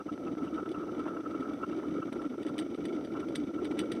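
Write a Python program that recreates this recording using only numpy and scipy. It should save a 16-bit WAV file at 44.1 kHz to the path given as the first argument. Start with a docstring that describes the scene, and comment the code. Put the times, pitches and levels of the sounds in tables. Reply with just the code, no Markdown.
"""Glass siphon coffee brewer at the boil

Close by, indoors. Steam gulps through the water in quick low glugs over a simmer of small bubbles,
stalling now and then; a narrow cavity answers with hollow plops, and collapsing steam bubbles knock.
Wet fizz follows the glugs. Bubbles break through the grounds and pop in the glass, louder later on."""
import sys
import numpy as np
from scipy import signal
from scipy.fft import rfft, irfft, next_fast_len
from scipy.io import wavfile
from scipy.ndimage import map_coordinates

SR = 44100
rng = np.random.default_rng(int(sys.argv[2]) if len(sys.argv) > 2 else 0)


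def wrap_up_sound(samples):
    """Save the sound to the file named by the first command line argument, as 16-bit audio."""
    columns = np.atleast_2d(samples).T
    # keep every value between -1 and 1, then stretch to whole-number steps
    tamed = np.clip(columns, -1, 1)
    steps = np.round(tamed * 32767).astype(np.int16)
    wavfile.write(sys.argv[1], SR, steps)


N = 176400
TIME_S = np.arange(N) / SR


def amp(db):
    return 10 ** (np.asarray(db) / 20)


def unit(x):
    return x / np.sqrt(np.mean(x ** 2) + 1e-20)


def noise():
    return rng.standard_normal(N)


def wobble(knots_per_s):
    """Smooth random curve."""
    knots = rng.standard_normal(int(N * knots_per_s / SR) + 4)
    return map_coordinates(knots, [TIME_S * knots_per_s])


def filtered(x, response):
    """x times a complex response of frequency."""
    size = next_fast_len(N + SR // 2)
    return irfft(rfft(x, size) * response(np.fft.rfftfreq(size, 1 / SR)), size)[:N]


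def coloured(x, points):
    """x through a minimum-phase filter with the given (Hz, dB) points; rms 1."""
    hz, db = np.transpose(points)
    size = 4096
    log_hz = np.log(np.fft.rfftfreq(size, 1 / SR) + 1)
    cepstrum = irfft(np.log(amp(np.interp(log_hz, np.log(hz), db))))
    cepstrum[1:size // 2] *= 2
    cepstrum[size // 2 + 1:] = 0
    impulse = irfft(np.exp(rfft(cepstrum)))
    return unit(signal.fftconvolve(x, impulse)[:N])


def ring(x, modes, direct=0):
    """x through (Hz, width Hz, dB) resonances, plus a direct share."""
    return filtered(x, lambda f: direct + sum(
        amp(db) * 1j * f * width / (hz * hz - f * f + 1j * f * width) for hz, width, db in modes))


def swell(peak_s, rise_s, t60_s):
    """Envelope that rises to 1, then dies away."""
    t = TIME_S - peak_s
    return np.exp(-(np.minimum(t, 0) / rise_s) ** 2) * amp(-60 * np.maximum(t, 0) / t60_s)


def bubbles(peak_s, gain, hz, rise_s, t60_s, glide):
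    """Bubbles ring and glide upward; returns sound and envelope."""
    offsets = np.arange(-SR // 40, SR // 12)
    t = offsets / SR
    peak_s, gain, hz, rise_s, t60_s = (np.reshape(v, (-1, 1)) for v in (peak_s, gain, hz, rise_s, t60_s))
    fade = (np.hypot(np.maximum(t, 0), rise_s / 2) - rise_s / 2) / t60_s
    env = gain * np.exp(-(np.minimum(t, 0) / rise_s) ** 2 - np.log(1000) * fade)
    cycles = hz * t * (1 + glide * t / t60_s) + rng.random(peak_s.shape)
    wave = env * np.sin(2 * np.pi * cycles)
    at = np.round(peak_s * SR).astype(int) + offsets
    inside = (at >= 0) & (at < N)
    return [np.bincount(at[inside], v[inside], N) for v in (wave, env)]


def swarm(drive, per_s, hz, spread, t60_cycles, rise_cycles, scatter_db, glide, drift_hz_per_s=0):
    """Random bubbles whose strength follows the drive; rms 1."""
    count = int(per_s * N / SR)
    jitter, detune, strength = rng.standard_normal((count, 3)).T
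    peak_s = ((np.arange(count) + jitter) / per_s) % (N / SR)
    pitch_hz = (hz + drift_hz_per_s * peak_s) * np.exp(spread * detune)
    gain = amp(scatter_db * strength) * np.interp(peak_s, TIME_S, drive)
    return unit(bubbles(peak_s, gain, pitch_hz, rise_cycles / pitch_hz, t60_cycles / pitch_hz, glide)[0])


# Background spectrum: (frequency [Hz], gain [dB])
HISS_SPECTRUM = [(20, -3), (60, 14), (300, 20), (1000, 7), (3500, 0), (4300, -3), (5300, -1), (6000, 6),
                 (6400, -5.5), (6900, -15), (8200, -5.5), (9500, -13.5), (11000, -9), (12500, -18.5),
                 (14300, -17.5), (15800, -28)]


def hiss():
    """Faint steady background noise."""
    return amp(-60.5) * coloured(noise(), HISS_SPECTRUM)


def room(x, t60_s=0.32):
    """Short reverberant tail of a small room."""
    t = TIME_S[:SR // 3]
    tail = rng.standard_normal(len(t)) * amp(-60 * t / t60_s)
    return signal.fftconvolve(x, tail / np.linalg.norm(tail))[:N]


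# High plips: (time [s], pitch [Hz], peak [dB])
PLIP_EVENTS = [(.275, 2760, -52.5), (.48, 2840, -53), (.578, 2725, -55), (.748, 2760, -53),
               (1.714, 2730, -56), (2.028, 2798, -54), (2.196, 5400, -63)]


def plips():
    """Soft, unsteady high plips, mostly at the cavity's overtone."""
    wavering_s = np.cumsum(1 + 0.05 * wobble(600)) / SR
    return sum(amp(db) * swell(at, rise_s=0.0031, t60_s=0.058) * np.sin(2 * np.pi * hz * wavering_s)
               for at, hz, db in PLIP_EVENTS)


# Bubble flurries: (start [s], length [s], level [dB])
SPLUTTER_EVENTS = [(0.27, 0.016, -48), (0.553, 0.047, -53), (.74, 0.015, -50), (1.055, 0.031, -42.5),
                   (1.165, 0.018, -49.5), (1.785, 0.018, -51.5), (1.826, 0.012, -47.5), (2.123, 0.051, -55),
                   (2.198, .03, -48.5), (3.14, .03, -50), (3.615, 0.013, -46), (3.767, 0.013, -47.5)]


def splutters(edge_s=0.0013):
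    """Small bubbles ring in short dense flurries."""
    env = np.zeros(N)
    for start_s, length_s, db in SPLUTTER_EVENTS:
        outside_s = np.maximum(np.abs(TIME_S - start_s - length_s / 2) - length_s / 2, 0)
        env += amp(db) * np.exp(-outside_s / edge_s)
    return env * swarm(np.ones(N), per_s=900, hz=790, spread=0.37, t60_cycles=6.3, rise_cycles=0.37,
                       scatter_db=3, glide=0.14)


# Air modes of the glass bowl: (frequency [Hz], width [Hz], gain [dB])
BOWL_MODES = [(1915, 290, 4), (2256, 74, 1), (2754, 29, 0.5), (3002, 43, 10.5), (3160, 120, 5.5),
              (3442, 46, 11), (3684, 116, 5.5), (4693, 41, 6.5), (5530, 60, -1.5), (5870, 270, -1),
              (7380, 28, 0), (8175, 170, 0.5), (8340, 57, -4), (8710, 61, -1), (9500, 77, 2.5),
              (9850, 100, -2), (10470, 74, -1), (12900, 130, -1)]
# Fizz spectrum: (frequency [Hz], gain [dB])
FIZZ_SPECTRUM = [(300, 2), (1000, 13), (1700, -4), (2250, 9), (2520, 4.5), (3000, -2), (3700, -3.5),
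                 (4250, -6.5), (5900, -5), (6900, -14.5), (8200, -14.5), (12000, -27), (15500, -49)]


def fizz(flow, push):
    """Wet spray follows each gulp and rings the bowl."""
    spray = noise() * flow * (1.08 + push) * amp(6.2 * np.tanh(wobble(170)))
    return coloured(ring(spray, BOWL_MODES, direct=0.36), FIZZ_SPECTRUM)


# Surface bursts: (time [s], relative level [dB])
POP_EVENTS = [(0.127, -54), (.432, -56), (.448, -52), (.541, -52), (.56, -53.5), (.69, -54.5),
              (.715, -51.5), (.993, -51.5), (1.082, -53.5), (1.408, -54), (1.534, -55), (2.126, -48),
              (2.218, -52.5), (2.428, -48), (2.466, -47), (2.484, -49), (2.5809, -39), (2.589, -35),
              (2.746, -47.5), (2.853, -43), (2.859, -53), (3.048, -49.5), (3.201, -48.5), (3.285, -49),
              (3.352, -41), (3.3554, -34.5), (3.646, -44.5), (3.65, -46), (3.713, -47.5), (3.779, -47.5),
              (3.786, -50), (3.79, -34), (3.794, -46), (3.8012, -40.5), (3.917, -40), (3.921, -41.5),
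              (3.951, -49.5)]
# Spray and film-snap spectra: (frequency [Hz], gain [dB])
SPRAY_SPECTRUM = [(300, -28), (1200, 2.5), (1900, -1.5), (3600, -3), (4300, 0.5), (6000, -4.5), (6900, -17),
                  (7800, -0.5), (8500, -2), (9300, -6.5), (10700, -6), (12200, -16), (15500, -20)]
SNAP_SPECTRUM = [(300, -36), (1200, -1.5), (1900, 3), (3700, 2.5), (4500, -14), (6000, -16.5), (15500, -35)]


def pops(snap_rise_s=0.00069, spray_rise_s=0.0019, crossover_hz=4430):
    """Each film snaps, then a brief spray rings the bowl; strong bursts are brighter."""
    def lowpass(hz):
        return 1 / np.sqrt(1 + (hz / crossover_hz) ** 8)

    start_s, db = np.transpose(POP_EVENTS)
    treble_db = db + 0.35 * (db - db.max())
    shapes = np.array([swell(at + spray_rise_s, spray_rise_s, t60_s=0.05) for at in start_s])
    spatter = amp(6 * np.tanh(wobble(450)))
    body = noise() * np.sqrt(amp(db) ** 2 @ shapes ** 2)
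    treble = noise() * np.sqrt(amp(treble_db) ** 2 @ shapes ** 2)
    spray = filtered(body, lowpass) + filtered(treble, lambda hz: np.sqrt(1 - lowpass(hz) ** 2))
    splash = np.std(body) * coloured(ring(spatter * spray, BOWL_MODES, direct=0.32), SPRAY_SPECTRUM)
    clicks = noise() * sum(amp(level) * swell(at + snap_rise_s, snap_rise_s, t60_s=0.011)
                           for at, level in POP_EVENTS)
    snap = np.std(clicks) * coloured(clicks, SNAP_SPECTRUM)
    return amp(-3.5) * splash + amp(-0.5) * snap


CAVITY_HZ, CAVITY_DRIFT_HZ_PER_S, CAVITY_WIDTH_HZ = 1303.2, 11.6, 55


def cavity(flow):
    """Surging steam rings a narrow cavity whose pitch creeps upward."""
    surge = amp(5 * np.tanh(wobble(70))) * noise() * flow
    first, last = (ring(surge, [(CAVITY_HZ + CAVITY_DRIFT_HZ_PER_S * at, CAVITY_WIDTH_HZ, 0)])
                   for at in (0, N / SR))
    blend = np.arange(N) / N
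    return unit(ring((1 - blend) * first + blend * last, [(1245, 400, 0)]))


# Cavity plops: (peak time [s], relative level [dB])
PLOP_EVENTS = [(.008, -38.5), (0.095, -36), (0.273, -39), (0.424, -41), (0.474, -40.5), (0.584, -32),
               (0.663, -40.5), (0.753, -38.5), (0.839, -40), (0.892, -38.5), (1.004, -36), (1.085, -34),
               (1.172, -36.5), (1.267, -44), (1.315, -40.5), (1.351, -37), (1.429, -35.5), (1.511, -40),
               (1.639, -27.5), (1.732, -38.5), (2.028, -34), (2.199, -42), (2.246, -41.5), (2.498, -38.5),
               (2.615, -42), (3.158, -40), (3.175, -37), (3.233, -38), (3.587, -38), (3.801, -40.5),
               (3.834, -41)]
# Water wash spectrum: (frequency [Hz], gain [dB])
WASH_SPECTRUM = [(200, -3.5), (450, 10.5), (800, -2.5), (1100, 10), (1500, 9.5), (1900, -24.5), (2400, -26),
                 (2800, -11.5), (3300, -26), (6000, -40)]


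def plops(overtone_hz=2733):
    """The cavity answers with a short hollow note, a weak overtone and a wash of water."""
    peak_s, db = np.transpose(PLOP_EVENTS)
    detune = 1 + 0.0073 * rng.standard_normal(len(peak_s))
    note_hz = CAVITY_HZ + CAVITY_DRIFT_HZ_PER_S * peak_s
    shape = dict(rise_s=0.009, t60_s=0.032, glide=0.03)
    note, env = bubbles(peak_s, amp(db), note_hz * detune, **shape)
    overtone, _ = bubbles(peak_s, amp(db), overtone_hz * detune, **shape)
    wash = env * coloured(noise(), WASH_SPECTRUM)
    return amp(-1.5) * note + amp(-26) * overtone + amp(-10.5) * wash


# Steam bubble collapses: (time [s], peak [dB])
KNOCK_EVENTS = [(.057, -42), (.081, -38), (0.178, -31), (0.352, -34), (.579, -45), (0.66, -32),
                (0.836, -38), (1.057, -31), (1.075, -31), (1.169, -31), (1.239, -43), (1.698, -34.5),
                (1.798, -33), (2.022, -43), (2.121, -38), (2.45, -33), (2.727, -52), (2.788, -36),
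                (3.075, -34), (3.619, -44), (3.745, -39)]
# Water and cavity modes: (frequency [Hz], width [Hz], gain [dB])
KNOCK_RESONANCES = [(310, 180, 3), (524, 97, 2), (900, 440, -14), (1327, 45, 6.5)]


def knocks(lowpass_hz=1490):
    """Collapsing steam bubbles give dull knocks that ring the water and the cavity."""
    blows = np.zeros(N)
    for at, db in KNOCK_EVENTS:
        blows[round(at * SR)] = amp(db)
    dull = filtered(ring(blows, KNOCK_RESONANCES), lambda hz: 1 / (1 + 1j * hz / lowpass_hz) ** 2)
    return dull * blows.max() / np.abs(dull).max()


# Boil rumble spectrum: (frequency [Hz], gain [dB])
RUMBLE_SPECTRUM = [(20, -50), (40, -35), (62, -11), (100, -8.5), (170, -5.5), (250, 5), (400, -1),
                   (800, -21.5), (1600, -52.5)]


def rumble(flow):
    """Low noise driven by the steam flow."""
    return amp(-45.5) * coloured(noise() * flow, RUMBLE_SPECTRUM)


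def simmer(flow, push):
    """Steam drives two swarms of ringing bubbles, a little harder at each gulp."""
    drive = unit(flow * (8.1 + push))
    large = swarm(drive, per_s=150, hz=292, spread=0.24, t60_cycles=8.2, rise_cycles=0.54,
                  scatter_db=1.5, glide=0.11, drift_hz_per_s=4.3)
    small = swarm(drive, per_s=500, hz=541.7, spread=0.27, t60_cycles=7.3, rise_cycles=0.46,
                  scatter_db=3, glide=0.11, drift_hz_per_s=-33.5)
    return large + amp(-4) * small


# Steam gulps: (start [s], length [s], relative level [dB], nominal pitch [Hz])
GULP_EVENTS = [(0.05, 0.021, -31, 300.8), (0.117, 0.024, -30.5, 316.8), (0.206, 0.0066, -34.5, 348),
               (0.237, 0.05, -34.5, 317), (0.315, 0.019, -31.5, 302.0), (0.371, 0.017, -30.5, 320.1),
               (0.415, 0.037, -29.5, 310), (0.484, 0.024, -37.5, 323), (0.529, 0.033, -30.5, 324),
               (0.583, 0.026, -40, 304.7), (0.625, 0.0072, -31, 313.5), (0.654, 0.012, -32.5, 348.5),
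               (0.677, 0.017, -32, 328.5), (0.705, 0.014, -30, 314.6), (0.776, 0.0097, -30, 301.9),
               (0.784, 0.056, -35.5, 333.3), (0.86, 0.042, -42, 310.3), (0.868, 0.031, -37, 348),
               (0.913, 0.039, -34.5, 323), (0.972, 0.03, -31.5, 305.4), (1.002, 0.018, -32, 307.2),
               (1.041, 0.034, -32, 323), (1.08, 0.035, -44, 335), (1.157, 0.032, -38, 339.6),
               (1.198, 0.02, -33, 305), (1.268, 0.026, -36, 302.5), (1.303, 0.021, -35, 348.4),
               (1.35, 0.013, -29.5, 317.8), (1.397, 0.015, -27.5, 311.6), (1.428, 0.035, -37, 351),
               (1.487, 0.015, -28, 290.5), (1.533, 0.015, -30, 298.5), (1.566, 0.046, -48, 313.6),
               (1.616, 0.035, -34.5, 328), (1.678, 0.02, -29.5, 291.8), (1.711, 0.05, -33.5, 319.1),
               (1.76, 0.032, -28.5, 321.8), (1.859, 0.034, -30.5, 310.0), (1.905, 0.022, -29.5, 303.6),
               (1.935, 0.021, -31, 305.4), (1.967, 0.038, -30.5, 304.4), (2.05, 0.025, -33, 309.7),
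               (2.114, 0.012, -24, 293.0), (2.157, 0.013, -29.5, 329.0), (2.187, 0.014, -31.5, 311.8),
               (2.215, 0.014, -34, 335.6), (2.251, 0.018, -28, 299), (2.295, 0.017, -32, 298.8),
               (2.37, 0.014, -28, 306), (2.394, 0.04, -34, 318.4), (2.452, 0.028, -29, 310.8),
               (2.524, 0.02, -35, 310.8), (2.575, 0.054, -30, 316.5), (2.649, 0.016, -34, 315.4),
               (2.688, 0.021, -30.5, 310.2), (2.712, 0.016, -32.5, 356.5), (2.729, 0.026, -35.5, 302.8),
               (2.782, 0.016, -33, 349.3), (2.801, 0.015, -33.5, 339.8), (2.827, 0.07, -32.5, 324.1),
               (2.927, 0.015, -32, 326.2), (2.945, 0.04, -30.5, 302.7), (3.009, 0.056, -36, 301.7),
               (3.118, 0.023, -30, 354), (3.163, 0.017, -33.5, 314.3), (3.192, 0.014, -28.5, 319.4),
               (3.268, 0.016, -31.5, 306.7), (3.288, 0.021, -32.5, 330.3), (3.313, 0.015, -35, 321.8),
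               (3.322, 0.026, -37.5, 309.8), (3.382, 0.036, -29.5, 318), (3.424, 0.016, -31, 318.4),
               (3.469, 0.013, -33.5, 315.0), (3.536, 0.031, -31, 323.2), (3.619, 0.026, -29.5, 318.7),
               (3.652, 0.024, -30.5, 337), (3.707, 0.015, -28, 314.6), (3.741, 0.021, -31.5, 333),
               (3.771, 0.033, -29, 304.4), (3.811, 0.017, -34, 354.5), (3.824, 0.043, -32.5, 319),
               (3.897, 0.021, -32, 338.6), (3.94, 0.011, -34, 299.7), (3.958, 0.032, -33, 331.7)]


def glugs(attack_s=0.0016, release_s=0.0017, floor_db=-41, shake_db=1.5):
    """A steam pocket throbs at an unsteady pitch, harder at each gulp; returns sound and envelope."""
    start_s, length_s, db, hz = np.transpose(GULP_EVENTS)
    grid_s = TIME_S[::SR // 2000]
    before_s = np.maximum(start_s[:, None] - grid_s, 0)
    after_s = np.maximum(grid_s - (start_s + length_s)[:, None], 0)
    gulps = amp(db)[:, None] * np.exp(-before_s / attack_s - after_s / release_s)
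    push = np.interp(TIME_S, grid_s, gulps.max(axis=0))
    pinch = np.log(1 + np.exp(2 * wobble(260))) / 2  # brief pinches raise the pitch
    bend = 0.89 + 0.2 * pinch + 0.05 * wobble(70)
    pitch_hz = np.interp(TIME_S, start_s + length_s / 2, hz) * bend
    gain = np.maximum(amp(-1.33) * push, amp(floor_db)) * amp(shake_db * wobble(200))
    return gain * np.sin(2 * np.pi * np.cumsum(pitch_hz) / SR), unit(push)


# Steam stalls: (centre [s], length [s], depth [dB])
STALLS = [(0.042, 0.031, 20), (0.1, 0.024, 9.5), (0.165, 0.039, 4.5), (0.356, 0.024, 10),
          (0.648, 0.017, 16), (1.22, 0.02, 9), (1.655, 0.011, 22), (1.052, 0.011, 3), (2.015, 0.011, 8),
          (2.047, 0.01, 11), (2.114, 0.02, 16), (2.289, 0.021, 10), (2.369, 0.017, 18.5),
          (2.446, 0.019, 11), (2.687, 0.031, 6), (2.765, 0.017, 38), (3.067, 0.0087, 6.5), (3.46, 0.017, 6),
          (3.525, 0.019, 7.5)]
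# Boil strength: (time [s], simmer [dB], cavity [dB], fizz [dB])
BOIL_LEVELS = [(0, -44, -57.5, -63.5), (.6, -45.5, -50.5, -63.5), (1.401, -45.5, -50.5, -61),
               (2.5, -43.5, -54, -61), (4, -41.5, -55.5, -60.5)]


def boil():
    """Steam drives the glugs, simmer, cavity, rumble and fizz; all dip when it stalls."""
    knots_s, *levels_db = np.transpose(BOIL_LEVELS)
    simmer_gain, cavity_gain, fizz_gain = (amp(np.interp(TIME_S, knots_s, db)) for db in levels_db)
    flow = amp(-sum(db * np.exp(-(2 * (TIME_S - at) / length_s) ** 4) for at, length_s, db in STALLS))
    throb, push = glugs()
    bubbling = simmer_gain * simmer(flow, push)
    hollow = cavity_gain * cavity(flow)
    return flow * (throb + bubbling + rumble(flow)) + hollow + fizz_gain * fizz(flow, push)


def scene():
    """The brewer in its room, over a faint hiss."""
    brewer = boil() + plops() + splutters() + plips() + knocks() + pops()
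    return (brewer + amp(-21.5) * room(brewer) + hiss())[None]


def record(dry):
    """The microphone sheds deep bass and passes nothing above the band limit."""
    low_cut_hz, top_hz = 25, 15750
    return filtered(dry[0], lambda hz: (1j * hz / (low_cut_hz + 1j * hz)) ** 2 * (hz < top_hz))[None]


dry = scene()
out = record(dry)
wrap_up_sound(out)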